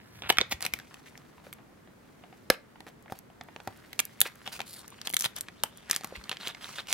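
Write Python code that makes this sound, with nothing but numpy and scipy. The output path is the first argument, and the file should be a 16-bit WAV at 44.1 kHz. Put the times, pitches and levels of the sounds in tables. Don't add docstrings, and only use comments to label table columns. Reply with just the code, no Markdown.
import sys
import numpy as np
from scipy import signal
from scipy.fft import rfft, irfft, next_fast_len
from scipy.io import wavfile
from scipy.ndimage import map_coordinates

SR = 44100
rng = np.random.default_rng(int(sys.argv[2]) if len(sys.argv) > 2 else 0)


def to_wav(s):
    ch = np.atleast_2d(s).T
    pcm = np.round(np.clip(ch, -1, 1) * 32767)
    wavfile.write(sys.argv[1], SR, pcm.astype(np.int16))


N = 305651


# frequency in Hz, level in dB per Hz.
HUM_SPECTRUM = [(15, -44.5), (25, -9.5), (209, 0), (820, -12), (2000, -17.5), (2700, -24), (4200, -28.5),
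                (10100, -33), (15500, -35)]
# frequency in Hz, correlation.
HUM_CORRELATION = [(60, 0.83), (130, 1), (290, 0.061), (7000, 0.042)]
HUM_DB = -55.5

# time in seconds, rubbing in dB.
GRIP = [(0, -66.5), (.2, -58), (.58, -67), (.92, -61.5), (1.25, -67.5), (1.8, -75.5), (2.4, -68),
        (2.72, -72.5), (3.3, -77), (3.7, -63), (4.4, -59.5), (4.85, -59.5), (5.6, -64.5), (6.0, -56),
        (6.93, -62)]
GRIP_CRACKLE_DB = -7
GRIP_HZ, GRIP_WANDER = 1570, .5
# start in seconds, length in seconds, rubbing in dB,
# drive of the tape and edge crackle in dB, pitch of the pressed patch at full strength in Hz.
STROKES = [(0.237, 0.051, -40, -75, 2760), (0.295, 0.005, -22, -30, 2940), (0.514, 0.015, -28.5, -35, 1970),
           (0.62, 0.06, -42, -52, 2420), (0.723, 0.055, -55, -62, 2090), (1.061, 0.03, -54.5, -60.5, 1865),
           (1.44, 0.067, -60, -68, 510), (2.513, 0.033, -41, -52.5, 2500),
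           (2.873, 0.023, -50.5, -62.5, 600), (3.1, 0.041, -74, -63.5, 650),
           (3.152, 0.042, -59, -66.5, 2600), (4.251, 0.029, -38.5, -43.5, 1570),
           (4.457, 0.043, -45.5, -56.5, 3580), (4.521, 0.055, -45.5, -48, 2800),
           (5.053, 0.0223, -38.5, -46, 3310), (5.195, 0.065, -52, -46, 4010),
           (5.239, 0.029, -38.5, -42, 3490), (5.361, 0.031, -45, -49, 3620),
           (5.654, 0.0097, -41, -72, 2910), (5.893, 0.094, -42, -51.5, 1890),
           (6.154, 0.016, -38.5, -54, 2350), (6.316, 0.016, -35, -52, 2790),
           (6.402, 0.042, -45.5, -56, 3660), (6.446, 0.066, -41, -51, 3750),
           (6.613, 0.05, -47, -53.5, 3540), (6.662, 0.093, -50.5, -54.5, 2174),
           (6.756, 0.061, -40, -50, 3610), (6.884, 0.068, -40.5, -44.5, 2390)]
CATCH_S, LIFT_S = 0.012, 0.029
CATCH_DB, EASE_DB, SILENT_DB = 0, -6, -36.5
HOLD_SHARE = 0.8
PATCH_BEND = 0.098
# centre in Hz, width in Hz, level in dB.
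RUBBED_SHEET = [(700, 1400, 6.5), (1268, 1300, 16), (1640, 830, -12.5), (2110, 950, -10.5),
                (2870, 790, 5.5), (3370, 540, 1), (3620, 270, -5)]
# frequency in Hz, level in dB per Hz.
PEEL_SPECTRUM = [(2400, -28.5), (4200, -7.5), (7000, -11.5), (9500, -13), (12000, -13), (14500, -18),
                 (16000, -13)]

TURN_START_S, TURN_LENGTH_S, TURN_DB = 0.011, 0.65, -55.5

# time in seconds, level in dB, pitch of the buckling facet in Hz,
# shell body in dB re level, crack in dB re level.
SNAPS = [(0.2214, -31, 2620, -4, -41), (0.3006, -10.5, 2570, -7, -16), (0.3029, -10, 2850, -10.5, -10),
         (.325, -26.5, 2240, -13, -7), (0.3715, -22.5, 2050, -24, -18), (0.3848, -6.5, 2320, -15, -20.5),
         (.406, -23, 2240, -2, -22), (0.413, -11, 3560, -19, -26), (0.523, -21.5, 2350, -3, -11),
         (0.6073, -35.5, 2120, -6.5, 3), (0.6254, -27.5, 4100, -10.5, 4.5), (0.6507, -25.5, 4100, -21, -3),
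         (0.6534, -27.5, 2280, -1.5, 1), (.664, -21.5, 2370, -15, -2.5), (0.7371, -21, 2280, -14, -1.5),
         (0.789, -36.5, 1800, -24, -3.5), (0.7994, -35.5, 1640, -9, -16), (0.9421, -40, 2600, -5, -4),
         (1.1768, -42.5, 5300, -7, -7), (1.528, -36, 2190, -13, -0.5), (2.501, -8.5, 1740, -5, -32),
         (2.5018, -14, 3850, -6.5, -1), (2.8051, -42, 1900, 2.5, -11), (2.867, -42.5, 1830, 5, -13),
         (3.1225, -37, 1520, 12.5, -5), (3.411, -34.5, 1750, 0.5, -35), (3.5624, -36, 2350, 2.5, -36),
         (3.602, -40, 1680, 1, -29), (3.6746, -30.5, 1110, 7, -10), (3.9306, -35, 1950, -15, -7),
         (3.9918, -18, 2720, -12.5, -3.5), (3.9961, -19.5, 2330, -18, -9), (4.001, -22, 2380, -14.5, 1.5),
         (4.2047, -30.5, 3620, -34, 17.5), (4.215, -11, 3610, -15.5, 4.5), (4.4762, -28.5, 2800, -1.5, -15),
         (4.5927, -33.5, 1250, -3, -11), (4.604, -26, 2560, 0, -15), (4.6157, -32.5, 2430, -27, -9),
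         (5.0153, -32, 4540, -19, -9), (5.0727, -22.5, 3230, -11, -6.5), (5.1012, -35, 3300, -5, 4),
         (5.1368, -26, 2120, -8, -3), (5.1421, -28.5, 3500, -26, 9), (5.1674, -18, 3640, -38, 2.5),
         (5.2087, -27.5, 4000, -17, 9), (5.222, -29.5, 5650, -27, 7), (5.251, -22, 3540, -20, 1.5),
         (5.259, -24, 3500, -9.5, -1), (5.4094, -36.5, 4150, -14.5, 13.5), (5.485, -32, 1920, -11.5, -17),
         (5.636, -21, 2920, -9.5, 5), (5.8985, -28.5, 1670, -5, 1), (5.9119, -16, 4930, -20.5, 2.5),
         (5.9308, -24.5, 1820, -17, -4), (5.9426, -28, 3400, -15, -15), (5.9627, -20, 4900, -18.5, 1.5),
         (6.0358, -35, 1350, -4, -4), (6.0451, -27.5, 1090, -2.5, 2), (6.01, -38, 4300, 0.5, -7),
         (6.2396, -40.5, 4190, -25, -6), (6.2944, -24, 2730, -11, -6.5), (6.3149, -23, 2830, -10, -21),
         (6.37, -32, 3040, -30, -22), (6.4729, -23, 2960, -11, -12), (6.4816, -33.5, 3580, -29, 3),
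         (6.548, -34, 2080, -13, -34), (6.6437, -31, 3430, -24, -22), (6.8714, -38.5, 2960, -15, -5),
         (6.8867, -36.5, 2930, -10, -11), (6.9062, -31.5, 2400, -12, -15), (6.9275, -15, 5700, -14, -3.5)]
# centre in Hz, width in Hz, level in dB.
SHELL_MODES = [(167.6, 190, -3), (320, 550, -7), (524, 230, -7.5), (757, 150, 4)]
# centre in Hz, width in Hz, level in dB.
FLAT_SHEET = [(1330, 350, 2.5), (1790, 330, 2.5), (2180, 610, 4), (2620, 4200, -10.5), (3330, 530, 3.5)]
# centre in Hz, width in Hz, level in dB.
CRACK_COLOUR = [(6400, 660, -8.5), (7900, 3600, -4), (11030, 3100, 1.5), (12300, 1600, 0.5)]

# time in seconds, level at the top of the swell in dB, pitch in Hz.
BUMPS = [(0.246, -45.5, 75), (0.379, -39, 68), (0.537, -38.5, 72), (0.725, -45.5, 64), (3.118, -42.5, 98),
         (3.678, -41, 106), (5.255, -38.5, 133), (6.171, -40.5, 57.4)]
# time in seconds, level that its modes refer to in dB, pitch in Hz.
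KNOCKS = [(.3027, -15, 900), (0.4139, -20.5, 505), (2.501, -7, 506), (3.124, -39, 764), (4.257, -30, 467),
          (5.637, -22.5, 863), (6.123, -29.5, 530)]
# multiple of the knock's pitch, level in dB re the knock, t60 in seconds.
WALL_MODES = [(.72, -2, 0.014), (1, -0.5, 0.027), (1.3, -0.5, 0.0086)]
# time in seconds, level in dB.
GLUE_TICKS = [(0.496, -47), (0.526, -37), (0.619, -34), (.6403, -35), (1.5361, -41), (3.0256, -54),
              (3.189, -39.5), (3.436, -51.5), (3.635, -59), (3.774, -52.5), (4.0525, -28.5), (4.356, -45.5),
              (4.879, -39.5), (4.9035, -46), (5.095, -32), (5.1113, -37), (5.1275, -36), (5.192, -24),
              (5.1986, -23), (5.2334, -35), (5.243, -22), (5.3635, -28), (5.3853, -33), (5.9494, -27),
              (5.9715, -40), (5.7735, -40.5), (6.0729, -42)]
# time in seconds, wall level before the low-pass in dB,
# pitch of the touched wall in Hz.
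TAPS = [(0.91, -46, 1110), (1.064, -47, 1890), (1.154, -45, 1870), (1.381, -47.5, 960), (1.467, -39.5, 553),
        (1.585, -45, 765), (1.874, -49, 750), (2.2372, -41, 755), (2.3268, -42.5, 767), (2.7575, -44, 840),
        (3.0596, -45, 853), (3.0806, -46.5, 1890), (3.099, -39.5, 680), (3.301, -48, 780),
        (3.486, -40.5, 812), (4.2552, -28.5, 1600), (4.274, -36, 2090), (4.9238, -44, 1100),
        (6.256, -46, 1130), (6.681, -45, 1710), (6.6917, -38.5, 1250), (6.7842, -32, 1570)]

PULL_START_S, PULL_LENGTH_S, PULL_DB, PULL_FADE_SHARE = 4.645, 0.19, -49, 0.44
# centre at mid-pull in Hz, width in Hz, level in dB.
STRIP = [(4380, 1800, 11.5), (9500, 10500, 18), (10400, 1600, 4)]
STRIP_SAG, STRIP_WANDER = 0.68, 0.054

# time in seconds, lag of the left port in samples, left minus right in dB.
BEARING = [(.42, 3.6, -1.3), (.65, 1.3, .3), (1.5, .2, -.3), (3.7, -.3, -1.3), (4.25, .6, -.3),
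           (5.3, 1.3, 1.3), (5.9, 1.3, .8), (6.3, 1.2, -1)]
# frequency in Hz, level in dB.
ROOM_LEVEL = [(150, -32.5), (500, -16), (1000, -15), (2000, -12), (3600, -16.5), (12000, -19.5)]
# frequency in Hz, t60 in seconds.
ROOM_DECAY = [(150, 0.29), (2000, 0.25), (12000, 0.16)]
CUTOFF_HZ = 15800


def from_db(db):
    return 10 ** (np.asarray(db) / 20)


def rms_one(x):
    return x / np.sqrt(np.mean(x ** 2) + 1e-20)


def per_ms(x):
    energy = np.sum(x ** 2, axis=-1, keepdims=True)
    return x / np.sqrt(energy * 1000 / SR + 1e-20)


def in_time(rows):
    s, *columns = np.transpose(rows)
    return [np.interp(np.arange(N) / SR, s, column) for column in columns]


def at_hz(points, hz):
    points = np.array(points)
    return np.interp(np.log(np.maximum(hz, 1)), np.log(points[:, 0]), points[:, 1])


def colour(x, spectrum):
    size = next_fast_len(N)
    gain = from_db(at_hz(spectrum, np.fft.rfftfreq(size, 1 / SR)))
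    return rms_one(irfft(rfft(x, size) * gain, size)[..., :N])


def drift(per_s):
    position = np.arange(N) * per_s / SR
    points = rng.standard_normal(N // 40)
    return rms_one(np.interp(position, np.arange(N // 40), points))


def resonate(x, hz, width_hz):
    r = np.exp(-np.pi * width_hz / SR)
    zeros = np.array([1, 0, -1]) * (1 - r * r) / 2
    poles = [1, -2 * r * np.cos(2 * np.pi * hz / SR), r * r]
    return signal.lfilter(zeros, poles, x)


def modes(x, table):
    return sum(from_db(db) * resonate(x, hz, width) for hz, width, db in table)


def glide(x, hz, width_hz):
    turn = np.exp(2j * np.pi * np.cumsum(hz) / SR)
    r = np.exp(-np.pi * width_hz / SR)
    return np.real(turn * signal.lfilter([1], [1, -2 * r, r * r], x / turn))


def cut(x, hz, kind, order=2):
    return signal.sosfilt(signal.butter(order, min(hz, .45 * SR), kind, fs=SR, output="sos"), x)


def add(out, s, sound):
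    start = int(np.clip(round(s * SR), 0, N - 1))
    out[start:start + len(sound)] += sound[:N - start]


def stereo_noise(alike, mid, side):
    return np.sqrt(1 + alike) * mid + np.sqrt(1 - alike) * side * [[1], [-1]]


def hum():
    size = next_fast_len(N)
    alike = np.clip(at_hz(HUM_CORRELATION, np.fft.rfftfreq(size, 1 / SR)), 0, 1)
    mid, side = rfft(rng.standard_normal((2, size)))
    air = irfft(stereo_noise(alike, mid, side), size)
    return from_db(HUM_DB) * colour(air, HUM_SPECTRUM)


def contact():
    t = np.arange(N) / SR
    grip_db, = in_time(GRIP)
    rub_power = from_db(grip_db) ** 2
    peel_power = from_db(grip_db + GRIP_CRACKLE_DB) ** 2
    patch_hz = GRIP_HZ * 2 ** (GRIP_WANDER * drift(8.3))
    for start, length, rub_db, peel_db, hz in STROKES:
        corners = start + np.array([-CATCH_S, 0, length * HOLD_SHARE, length, length + LIFT_S])
        during = slice(*np.searchsorted(t, corners[[0, -1]]))
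        shape_db = np.interp(t[during], corners, [SILENT_DB, CATCH_DB, 0, EASE_DB, SILENT_DB])
        rub_power[during] += from_db(rub_db + shape_db) ** 2
        peel_power[during] += from_db(peel_db + shape_db) ** 2
        patch_hz[during] = hz * 2 ** (PATCH_BEND * (from_db(shape_db) - 1))
    return np.sqrt(rub_power), np.sqrt(peel_power), patch_hz


def slips(per_s, spread_db, smooth_db, clump_db):
    size_db = spread_db * np.minimum(rng.exponential(1, N), 4)
    sizes = from_db(size_db) * rng.choice([-1, 1], N)
    clicks = rms_one(sizes * (rng.random(N) < per_s / SR))
    hiss = from_db(smooth_db) * rng.standard_normal(N)
    return (clicks + hiss) * from_db(clump_db * drift(110))


def friction(drag, peeling, patch_hz, peel_gain_db=3.0, rub_edge_hz=4300,
             patch_db=-1.0, patch_width_hz=750, patch_waver=.12):
    coarse = slips(per_s=900, spread_db=3.6, smooth_db=-12, clump_db=2.4)
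    fine = slips(per_s=2200, spread_db=3.0, smooth_db=-2, clump_db=1.8)
    sheet = rms_one(cut(modes(coarse, RUBBED_SHEET), rub_edge_hz, "low", order=6))
    wavering_hz = patch_hz * 2 ** (patch_waver * drift(90))
    patch = rms_one(glide(coarse, wavering_hz, patch_width_hz))
    rub = rms_one(sheet + from_db(patch_db) * patch)
    crackle = colour(fine, PEEL_SPECTRUM)
    return drag * rub + from_db(peel_gain_db) * peeling * crackle


def ticks(drag, peeling, per_s=55, above_db=3.0, limit_db=-50, spread_db=1.5, crack_db=-5):
    born = rng.random(N) < per_s / SR
    clicks = born * from_db(above_db + spread_db * np.clip(rng.standard_normal(N), -2, 2))
    ceiling = from_db(limit_db)
    kick = signal.unit_impulse(600)
    ring = signal.fftconvolve(clicks * np.minimum(drag, ceiling), per_ms(modes(kick, RUBBED_SHEET)))
    crack = signal.fftconvolve(clicks * np.minimum(peeling, ceiling), per_ms(modes(kick, CRACK_COLOUR)))
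    return (ring + from_db(crack_db) * crack)[:N]


def rumble(centre_hz=100, width_hz=70):
    turning = np.zeros(N)
    add(turning, TURN_START_S, from_db(TURN_DB) * signal.windows.tukey(int(TURN_LENGTH_S * SR)))
    once = resonate(rng.standard_normal(N), centre_hz, width_hz)
    return turning * rms_one(resonate(once, centre_hz, width_hz))


def buckle(kick, decay_s, flutter_db, flutter_s, count, size=1500):
    t = np.arange(size) / SR
    fading = np.exp(-t / decay_s) + from_db(flutter_db) * np.exp(-t / flutter_s)
    force = rng.standard_normal((count, size)) * fading
    force[:, 0] += kick
    return force


def snaps(facet_db=0.5, facet_q=5.9, bend_cycles=4.0, low_edge_share=0.3, high_edge_hz=6500,
          crack_edge_hz=5500, shell_edge_hz=1000, shell_bottom_hz=95, lead_s=0.00032):
    s, level_db, facet_hz, body_db, crack_db = np.transpose(SNAPS)
    count = len(SNAPS)

    force = buckle(kick=8.5, decay_s=bend_cycles / facet_hz[:, None], flutter_db=-9,
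                   flutter_s=0.0041, count=count)
    facet = per_ms(np.array([resonate(f, hz, hz / facet_q) for f, hz in zip(force, facet_hz)]))
    sheet = per_ms(modes(force, FLAT_SHEET))
    both = sheet + from_db(facet_db) * facet
    waves = [cut(wave, low_edge_share * hz, "high") for wave, hz in zip(both, facet_hz)]
    ring = per_ms(cut(np.array(waves), high_edge_hz, "low"))

    crack_force = buckle(kick=5.4, decay_s=0.0004, flutter_db=-5.5, flutter_s=0.0028, count=count)
    crack = per_ms(cut(modes(crack_force, CRACK_COLOUR), crack_edge_hz, "high", order=4))

    shell_force = buckle(kick=10.0, decay_s=0.0021, flutter_db=-12.0, flutter_s=0.015, count=count)
    shell = modes(shell_force, SHELL_MODES)
    body = per_ms(cut(cut(shell, shell_edge_hz, "low"), shell_bottom_hz, "high"))

    out = np.zeros(N)
    for k, start in enumerate(s):
        add(out, start - lead_s, from_db(level_db[k] + body_db[k]) * body[k])
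        add(out, start, from_db(level_db[k]) * (ring[k] + from_db(crack_db[k]) * crack[k]))
    return out


def bumps(rise_cycles=0.49, size=6000):
    out = np.zeros(N)
    for s, peak_db, hz in BUMPS:
        cycles = np.arange(size) / SR * hz
        swell = cycles / rise_cycles
        add(out, s, from_db(peak_db) * swell * np.exp(1 - swell) * np.sin(2 * np.pi * cycles))
    return out


def knocks(size=3000):
    out, t = np.zeros(N), np.arange(size) / SR
    for s, level_db, hz in KNOCKS:
        for k, (multiple, mode_db, t60) in enumerate(WALL_MODES):
            sign = (-1) ** k
            decay = np.exp(-np.log(1000) * t / t60)
            tone = np.sin(2 * np.pi * multiple * hz * t)
            add(out, s, sign * from_db(level_db + mode_db) * decay * tone)
    return out


def glue_ticks(edge_hz=3600):
    force = buckle(kick=6.2, decay_s=0.00019, flutter_db=2, flutter_s=0.0016, count=len(GLUE_TICKS))
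    out = np.zeros(N)
    for push, (s, level_db) in zip(force, GLUE_TICKS):
        crack = per_ms(cut(modes(push, CRACK_COLOUR), edge_hz, "high"))
        add(out, s, from_db(level_db) * crack)
    return out


def taps(wall_q=4.5, sheet_db=-3.0, edge_hz=3000):
    force = buckle(kick=4.1, decay_s=0.0016, flutter_db=-12.5, flutter_s=0.018, count=len(TAPS))
    out = np.zeros(N)
    for push, (s, level_db, hz) in zip(force, TAPS):
        wall = per_ms(resonate(push, hz, hz / wall_q))
        sheet = per_ms(modes(push, RUBBED_SHEET))
        add(out, s, from_db(level_db) * (wall + from_db(sheet_db) * sheet))
    return cut(out, edge_hz, "low", order=4)


def tape():
    pull = np.zeros(N)
    swell = signal.windows.tukey(int(PULL_LENGTH_S * SR), PULL_FADE_SHARE)
    add(pull, PULL_START_S, from_db(PULL_DB) * swell)
    crackle = slips(per_s=1300, spread_db=3.5, smooth_db=-8, clump_db=2.2)
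    since_start_s = np.clip(np.arange(N) / SR - PULL_START_S, 0, PULL_LENGTH_S)
    from_middle_s = since_start_s - PULL_LENGTH_S / 2
    tension = 2 ** (STRIP_WANDER * drift(40) - STRIP_SAG * from_middle_s)
    bands = sum(from_db(db) * rms_one(glide(crackle, hz * tension, width)) for hz, width, db in STRIP)
    return pull * rms_one(bands)


def ports(x, scatter_hz=2200, scatter_db=-11):
    lag, pan_db = in_time(BEARING)
    left = map_coordinates(x, [np.arange(N) - lag], order=3)
    out = np.array([left, x])
    treble = cut(x, scatter_hz, "high")
    for delay in rng.integers(6, 45, 5):
        reflection = from_db(scatter_db) * drift(15) * treble
        out[:, delay:] += reflection[:-delay] * [[1], [-1]]
    return out * from_db(pan_db * [[.5], [-.5]])


def room(x, onset_s=0.0014, likeness=0.3, size=16000):
    t, answer = np.arange(size) / SR, 0
    for hz in 110 * 2. ** np.arange(8):
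        mid, side = rng.standard_normal((2, size))
        tail = stereo_noise(likeness, mid, side)
        tail = tail * from_db(-60 * t / at_hz(ROOM_DECAY, hz))
        tail = tail * (1 - np.exp(-(t / onset_s) ** 2))
        tail = rms_one(tail) / np.sqrt(size) * from_db(at_hz(ROOM_LEVEL, hz))
        band = signal.butter(2, [hz / np.sqrt(2), hz * np.sqrt(2)], "band", fs=SR, output="sos")
        answer = answer + signal.sosfilt(band, tail)
    return signal.fftconvolve(x[None], answer, axes=1)[:, :N]


def scene():
    drag, peeling, patch_hz = contact()
    pack = friction(drag, peeling, patch_hz) + ticks(drag, peeling)
    pack = pack + snaps() + knocks() + glue_ticks() + taps() + tape()
    return hum() + rumble() + bumps() + ports(pack) + room(pack)


def gain_control(x, threshold_db=-9, share=0.31, release_db_per_s=9, attack_s=0.013):
    peak_db = 20 * np.log10(np.abs(x).max(axis=0) + 1e-9)
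    over_db = np.maximum(peak_db - threshold_db, 0)
    recovery_db = release_db_per_s * np.arange(N) / SR
    held_db = np.maximum.accumulate(share * over_db + recovery_db) - recovery_db
    r = np.exp(-1 / (attack_s * SR))
    return x * from_db(-signal.lfilter([1 - r], [1, -r], held_db))


def record(dry, low_cut_hz=36):
    clipped = np.clip(dry, -1, 1)
    without_bass = cut(gain_control(clipped), low_cut_hz, "high")
    return signal.sosfilt(signal.ellip(10, .1, 70, CUTOFF_HZ, fs=SR, output="sos"), without_bass)


dry = scene()
out = record(dry)
to_wav(out)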